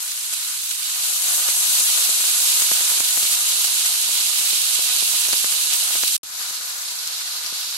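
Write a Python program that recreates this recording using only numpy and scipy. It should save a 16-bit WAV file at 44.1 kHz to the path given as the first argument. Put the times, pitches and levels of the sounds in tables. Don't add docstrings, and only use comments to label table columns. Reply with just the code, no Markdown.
import sys
import numpy as np
from scipy import signal
from scipy.fft import rfft, irfft, next_fast_len
from scipy.io import wavfile
from scipy.ndimage import uniform_filter1d, minimum_filter1d, map_coordinates

SR = 44100
rng = np.random.default_rng(int(sys.argv[2]) if len(sys.argv) > 2 else 0)


def wav_record(signal):
    frames = np.transpose(np.atleast_2d(signal))
    bounded = np.clip(frames, -1, 1)
    quanta = np.round(bounded * 32767).astype(np.int16)
    wavfile.write(sys.argv[1], SR, quanta)


def voltage_ratio(decibels):
    exponent = np.asarray(decibels, float) / 20
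    return 10 ** exponent


N = 342651
NOW = np.arange(N) / SR
RESUME_S = 6.2318

# (time [s], vigour [dB], coarseness [dB], place left-right [dB])
BOIL = [(0, -26, -0.5, -1.5), (.74, -25.5, -1, -3.5), (.93, -23.5, 1, -2), (1.1, -20.5, -2.5, -1.5),
        (1.3, -19, -1.5, -2), (1.55, -18.5, -2, -1), (1.85, -17.5, -1, -1), (2.2, -18, -0.5, -2.5),
        (2.8, -18, -0.5, -2.5), (3.25, -19, 0, -2.5), (4.0, -19.5, 0.5, -3.5), (4.8, -20, 1.5, -4),
        (6.16, -20, 0, -3), (6.24, -37, 1.5, -0.5), (6.41, -30, 2, .5), (6.7, -31, 1, 0),
        (7.0, -31, 4, -1.5), (7.77, -31.5, 5.5, -1.5)]


def oil():
    # (frequency [Hz], level per Hz [dB])
    fizz_tone = [(3000, -37), (5000, -15), (6000, -3.5), (7000, -2.5), (8600, -1), (9700, -4.5),
                 (11600, -0.5), (12400, -4.5), (12900, -4), (14000, -4.5), (15800, -7), (16000, -78)]
    sputter_tone = [(1200, -54), (2100, -15), (2800, -4), (3500, -4), (3850, -0.5), (4400, -1.5),
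                    (5300, -5), (6200, -12.5), (8000, -16)]
    burble_tone = [(25, -58), (120, -41), (200, -22.5), (350, -21), (550, -8), (1000, -3.5), (1450, -1),
                   (1900, -5.5), (2500, -4), (4000, -50)]
    # (frequency [Hz], gain [dB])
    calm_tone = [(200, 3), (450, -8.5), (800, -2), (1300, 2), (2000, 3)]
    touch_s, touch_length_s = 0.85, 0.1
    fresh_db, fresh_s = 3, 0.35

    vigour_db, coarse_db, place_db = curves(BOIL)
    fine = bursting(count=9000, spread_db=0.5, life_s=0.00022)
    coarse = bursting(count=2500, spread_db=2, life_s=0.00082)
    spit = bursting(count=700, spread_db=1.5, life_s=0.0005)

    fizz = sizzle(fizz_tone, 0.85 * fine + 0.15 * spit, share=0.2, patchy_db=0.47, own_db=-0.5)
    fizz = lean(place_db + 1.4) * fizz

    sputter = sizzle(sputter_tone, (fine + coarse + spit) / 3, share=0.27, patchy_db=0.42, own_db=-1.0)
    sputter = voltage_ratio(-5 + coarse_db + 0.22 * wobble(6.5)) * lean(place_db + 0.04) * sputter

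    burble_db = -19 + 0.15 * coarse_db + 7 * (NOW > RESUME_S)
    burble = sizzle(burble_tone, coarse, share=0.26, patchy_db=1.0, own_db=0.85)
    burble = voltage_ratio(burble_db + 0.75 * wobble(6.5)) * burble
    since_touch = NOW - touch_s
    calm = np.clip(1 - since_touch / touch_length_s, 0, 1)
    burble = burble * voltage_ratio(fresh_db * (1 - calm) * np.exp(-since_touch.clip(0) / fresh_s))
    calm_burble = filtered(burble, lambda hz: voltage_ratio(along(calm_tone, hz)))
    burble = burble + calm * (calm_burble - burble)

    surge_db = 0.16 * wobble(14) + 0.31 * wobble(60) + 0.28 * wobble(5.9)
    return voltage_ratio(vigour_db + 0.5 + surge_db) * flares() * (fizz + sputter + burble)


def sizzle(spectrum, bursts, share, patchy_db, own_db):
    # (frequency [Hz], difference [dB])
    side_tilt = [(300, 1), (1300, 1), (2400, 0), (4000, -2), (6000, -1), (8000, -0.5), (12000, 2),
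                 (15000, 0.5)]
    # (frequency [Hz], correlation [0-1])
    likeness = [(150, 0.21), (700, 0.95), (1200, 0.52), (2000, 0.3), (4000, 0.19), (12000, 0.051)]
    z = signal.stft(rng.standard_normal((2, N)), nperseg=256)[2]
    patches = uniform_filter1d(rng.standard_normal(z.shape[1:]), 5, 0)
    patches = unit(uniform_filter1d(patches, 5, 1))
    noise = signal.istft(z * voltage_ratio(patchy_db * patches), nperseg=256)[1][:, :N]
    pair = noise * np.sqrt(1 - share + share * bursts)

    def mid_side(hz):
        turn = np.arccos(np.clip(along(likeness, hz), -1, 1)) / 2
        return voltage_ratio(along(spectrum, hz)) * [np.cos(turn), np.sin(turn)]

    mid, side = filtered(pair, mid_side)
    both = filtered(np.array([mid + side, mid - side]), lambda hz: lean(along(side_tilt, hz)))
    return unit(both) * voltage_ratio(own_db * np.array([wobble(25), wobble(25)]))


def bursting(count, spread_db, life_s):
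    start = rng.integers(0, N, count)
    power = voltage_ratio(2 * spread_db * rng.exponential(1, count).clip(0, 4))
    t = np.arange(-200, 201) / SR
    burst = np.exp(-2 * np.abs(t) / life_s)
    train = signal.fftconvolve(np.bincount(start, power, N), burst, "same")
    return np.abs(train) / np.mean(train)


def flares():
    # (time [s], rise [dB])
    flare_ups = [(0.335, 3), (0.715, 1.5), (1.8, 1), (2.72, 1.5), (2.91, 0.5), (3.645, 3), (3.86, 3),
                 (4.385, 3), (5.333, 2.5), (5.736, 3), (6.08, 1.5), (6.415, 1.5), (7.075, 0.5)]
    half_width_s = 0.0052
    db = np.zeros(N)
    for s, rise_db in flare_ups:
        middle = round(s * SR)
        near = slice(middle - 1500, middle + 1500)
        db[near] += rise_db * np.exp(-0.5 * ((NOW[near] - s) / half_width_s) ** 2)
    return voltage_ratio(db)


def snaps():
    # (time [s], left peak [dB], right peak [dB], pitch [Hz])
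    big_bubbles = [(0.1147, -12, -6, 7000), (0.3267, -7, -17, 7200), (0.3339, -11, 1, 8040),
                   (0.7125, -4, -8, 3280), (1.7985, 2, -11, 10100), (2.1046, -5, -2, 7000),
                   (2.2539, -6, -7, 6300), (2.6212, -2, 6, 6900), (2.712, 1, 2, 6100),
                   (3.0008, -4, 5, 6900), (3.2268, -4, -4, 8000), (3.3337, -3, -5, 7400),
                   (3.644, -5, 0, 7470), (3.8606, -2, 0, 7700), (4.3963, -8, -6, 8100),
                   (4.6138, -12, -3, 8800), (4.7552, -9, -2, 3800), (5.286, -2, -6, 6300),
                   (5.3274, 1, 4, 4540), (5.4446, -4.5, -5, 5240), (5.5211, -7, 1, 9300),
                   (5.7324, -9, 4, 6340), (6.0323, -6, -5, 5940), (6.076, -3, 2, 4600),
                   (6.1236, -5, -10, 7700), (6.423, -11, -13, 7500), (6.99, -14, -12, 4930),
                   (7.0715, -11, -10, 7900), (7.463, -11, -10, 4840), (7.6476, -15, -16, 5050)]
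    s, left_db, right_db, hz = np.vstack([big_bubbles, middling(count=150)]).T
    t = np.arange(96) / SR
    swell = np.exp(-0.5 * ((t - 0.0009) / 0.0002) ** 2)
    start = np.round(s * SR).astype(int) - 40
    sides = []
    for db in (left_db, right_db):
        chance = rng.standard_normal((len(s), 97))
        phase = 3 * chance[:, :1]
        tone = np.sin(2 * np.pi * hz[:, None] * t + phase)
        crack = 0.6 * tone + 0.6 * chance[:, 1:]
        sides.append(scatter(start, voltage_ratio(db + 1.5)[:, None] * swell * crack))

    def thin_and_bright(f):
        bass_cut = (f / 2500) ** 2 / (1 + (f / 2500) ** 2)
        return bass_cut / (1 + (f / 12600) ** 30)

    return filtered(np.array(sides), thin_and_bright)


def middling(count):
    when = rng.random(count)
    chance = rng.standard_normal((count, 3))
    peak_db = curves(BOIL)[0][(when * N).astype(int)] + 10
    sides_db = peak_db + 2.5 * chance[:, :2].T.clip(-2, 1.5)
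    pitch_hz = 8000 * np.exp(0.294 * chance[:, 2].clip(-2, 1.3))
    return np.transpose([0.01 + when * (N / SR - 0.02), *sides_db, pitch_hz])


def jolts():
    # (time [s], level [dB], sharpness [dB])
    left_rows = [(0.499, -42, 6), (1.4868, -28, 12), (1.7995, -31, -2), (2.0933, -26.5, 7),
                 (2.6148, -35, 9), (2.6209, -28, 10), (2.721, -31, 11), (2.8073, -29.5, 3), (2.905, -38, 8),
                 (2.9194, -31, 10), (3.1747, -26, 8), (3.643, -36, 12), (4.5324, -27.5, -6),
                 (4.793, -26, 2), (5.0264, -24.5, 1), (5.089, -37, 12), (5.2864, -27.5, 2),
                 (5.3402, -27, 10), (5.4449, -20, 9.5), (5.9545, -28, 12), (2.974, -41, 12),
                 (6.2345, -38, -3.5), (6.9225, -41, 6), (6.4115, -37.5, -1), (6.5108, -37.5, -5),
                 (6.6057, -41, 11), (7.3877, -41, 9), (7.447, -39, 12), (7.4628, -38, -2),
                 (7.5262, -30.5, -1)]
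    right_rows = [(0.3268, -37, 12), (1.7995, -32, -16), (1.8512, -42, 12), (2.1995, -31, 2),
                  (2.2371, -31, 14), (2.6209, -30, 13), (2.7121, -15.5, 11), (2.8078, -32, 5),
                  (2.9702, -33, 12), (3.0016, -20.5, 12), (3.1747, -36, 9), (3.227, -25.5, 0),
                  (3.249, -32, 12), (3.584, -37, 12), (3.6204, -39, 12), (3.643, -33.5, 12),
                  (3.86, -39, 11), (4.0873, -31.5, 5), (4.112, -39, 11), (4.122, -37, 4), (4.2087, -42, 12),
                  (4.4098, -35, 12), (5.2864, -31.5, 5), (5.3279, -16, 14), (5.3681, -35, 4),
                  (5.521, -34, 12), (5.905, -33.5, 11), (5.9298, -38, 12), (5.9535, -29, 12),
                  (6.0319, -19, 12)]
    left = thumps(left_rows) + thumps(stray(count=16))
    right = thumps(right_rows) + thumps(stray(count=16))
    across = voltage_ratio(-23)
    both = np.array([left + across * right, right + across * left])
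    return filtered(both, lambda hz: -hz ** 2 / (160 ** 2 - hz ** 2 + 1j * hz * 400))


def thumps(rows):
    s, db, sharp_db = np.transpose(rows)
    t = np.arange(-64, 64) / SR
    width_s = 0.00005 * voltage_ratio(-1.1 * (sharp_db[:, None].clip(0, 12) - 10))
    pulse = np.exp(-0.5 * (t / width_s) ** 2)
    pulse = pulse / pulse.sum(axis=1, keepdims=True)
    way = np.sign(rng.standard_normal(len(s)))
    return scatter(np.round(s * SR).astype(int) - 70, (way * voltage_ratio(db + 35))[:, None] * pulse)


def stray(count):
    when, size = rng.random((count, 2)).T
    vigour_db = curves(BOIL)[0][(when * N).astype(int)]
    level_db = vigour_db - 31 - 1.5 * np.log(size)
    return np.transpose([0.01 + when * (N / SR - 0.02), level_db, np.full(count, 8)])


def room():
    # (frequency [Hz], level per Hz [dB])
    rumble_tone = [(20, -34), (40, -17), (65, -1), (90, -5.5), (125, -13), (220, -2.5), (330, -23),
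                   (600, -43)]
    rumble = filtered(rng.standard_normal((2, N)), lambda hz: voltage_ratio(along(rumble_tone, hz)))
    return voltage_ratio(-78 + 6.1 * np.array([wobble(5.6), wobble(9.6)])) * unit(rumble)


def unit(x):
    return x / np.sqrt(np.mean(x ** 2) + 1e-20)


def lean(db):
    return voltage_ratio(np.outer([0.5, -0.5], db))


def along(points, hz):
    f, v = np.transpose(points)
    return np.interp(np.log(hz + 1), np.log(f + 1), v)


def curves(rows):
    s, *columns = np.transpose(rows)
    return [np.interp(NOW, s, c) for c in columns]


def wobble(rate):
    knots = rng.standard_normal(int(N * rate / SR) + 4)
    return map_coordinates(knots, [np.arange(N) * rate / SR])


def filtered(x, response):
    m = next_fast_len(N + 8192)
    return irfft(rfft(x, m) * response(np.fft.rfftfreq(m, 1 / SR)), m)[..., :N]


def scatter(start, shapes):
    at = start[:, None] + np.arange(shapes.shape[1])
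    return np.bincount(at.ravel(), shapes.ravel(), N + shapes.shape[1])[:N]


def scene():
    pan = oil() + snaps() + jolts() + room()
    return filtered(pan, lambda hz: hz ** 2 / np.sqrt(hz ** 4 + 52 ** 4))


def limited(x, top):
    need = np.minimum(1, top / (np.abs(x) + 1e-9))
    need = minimum_filter1d(need, size=64, axis=1)
    return x * uniform_filter1d(need, size=32, axis=1)


def thinned(x, starved):
    # (frequency [Hz], share of time dropped [0-1])
    gaps = [(130, .25), (320, 0), (12400, 0), (12700, .62), (13500, .62), (13900, .3), (15200, .15),
            (15650, .22), (15850, 1)]
    # (frequency [Hz], share of its neighbours [ratio])
    weakest = [(60, 1.1), (120, 1.4), (200, .9), (400, .3), (2000, .5), (12000, .5), (12600, 1.8),
               (16000, 1.8)]
    hz, s, z = signal.stft(x, SR, nperseg=2048)
    size = np.abs(z)
    band = np.arange(len(hz)) // 20
    luck = uniform_filter1d(rng.standard_normal((band[-1] + 1, len(s))), size=2, axis=1)
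    luck = unit(luck + 0.7 * np.roll(luck, 1, axis=0))
    luck = 0.5 + 0.5 * np.tanh(0.85 * luck)
    later_treble = (s > RESUME_S) & (hz[:, None] > SR / 8)
    odds = along(gaps, hz)[:, None] ** np.where(later_treble, starved, 1)
    usual = uniform_filter1d(uniform_filter1d(size, size=12, axis=1), size=5, axis=2)
    low_pops = (size > 1.3 * usual) & (band == 0)[:, None]
    kept = (luck[band] >= odds) | low_pops
    kept = kept & (size > along(weakest, hz)[:, None] * usual)
    return signal.istft(z * kept, SR, nperseg=2048)[1][:, :N]


def cut():
    stop_s, scrap_s, scrap_length_s = 6.166, 0.0107, 0.005
    since = (NOW - stop_s).clip(0)
    phase = since % scrap_s
    scraps = voltage_ratio(-12 - 2600 * phase)
    scraps = scraps * (phase < scrap_length_s) * (since < 2 * scrap_s)
    return np.where(NOW < stop_s, 1, scraps)


def late(x):
    return np.array([x[0], np.roll(x[1], 180)])


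def low_pass(x):
    return signal.sosfilt(signal.butter(12, 16440, fs=SR, output="sos"), x)


def record(dry):
    # (frequency [Hz], gain [dB])
    later_tone = [(150, 5), (550, -1), (1500, 2), (3000, -0.5), (4200, 3.5), (6000, 4.5), (9500, -1),
                  (12000, 3), (13200, -8), (15000, 2)]
    second = NOW >= RESUME_S
    since = NOW - RESUME_S
    dry = thinned(limited(dry, top=0.84), starved=0.5)
    after = filtered(dry, lambda hz: voltage_ratio(along(later_tone, hz)))
    after = after * (1 + 0.9 * np.exp(-np.abs(since) / 0.003))
    after = after * np.clip(since / 0.0004, 0, 1)
    mix = late(dry * ~second) * cut() + late(after) * second
    return low_pass(mix)


dry = scene()
out = record(dry)
wav_record(out)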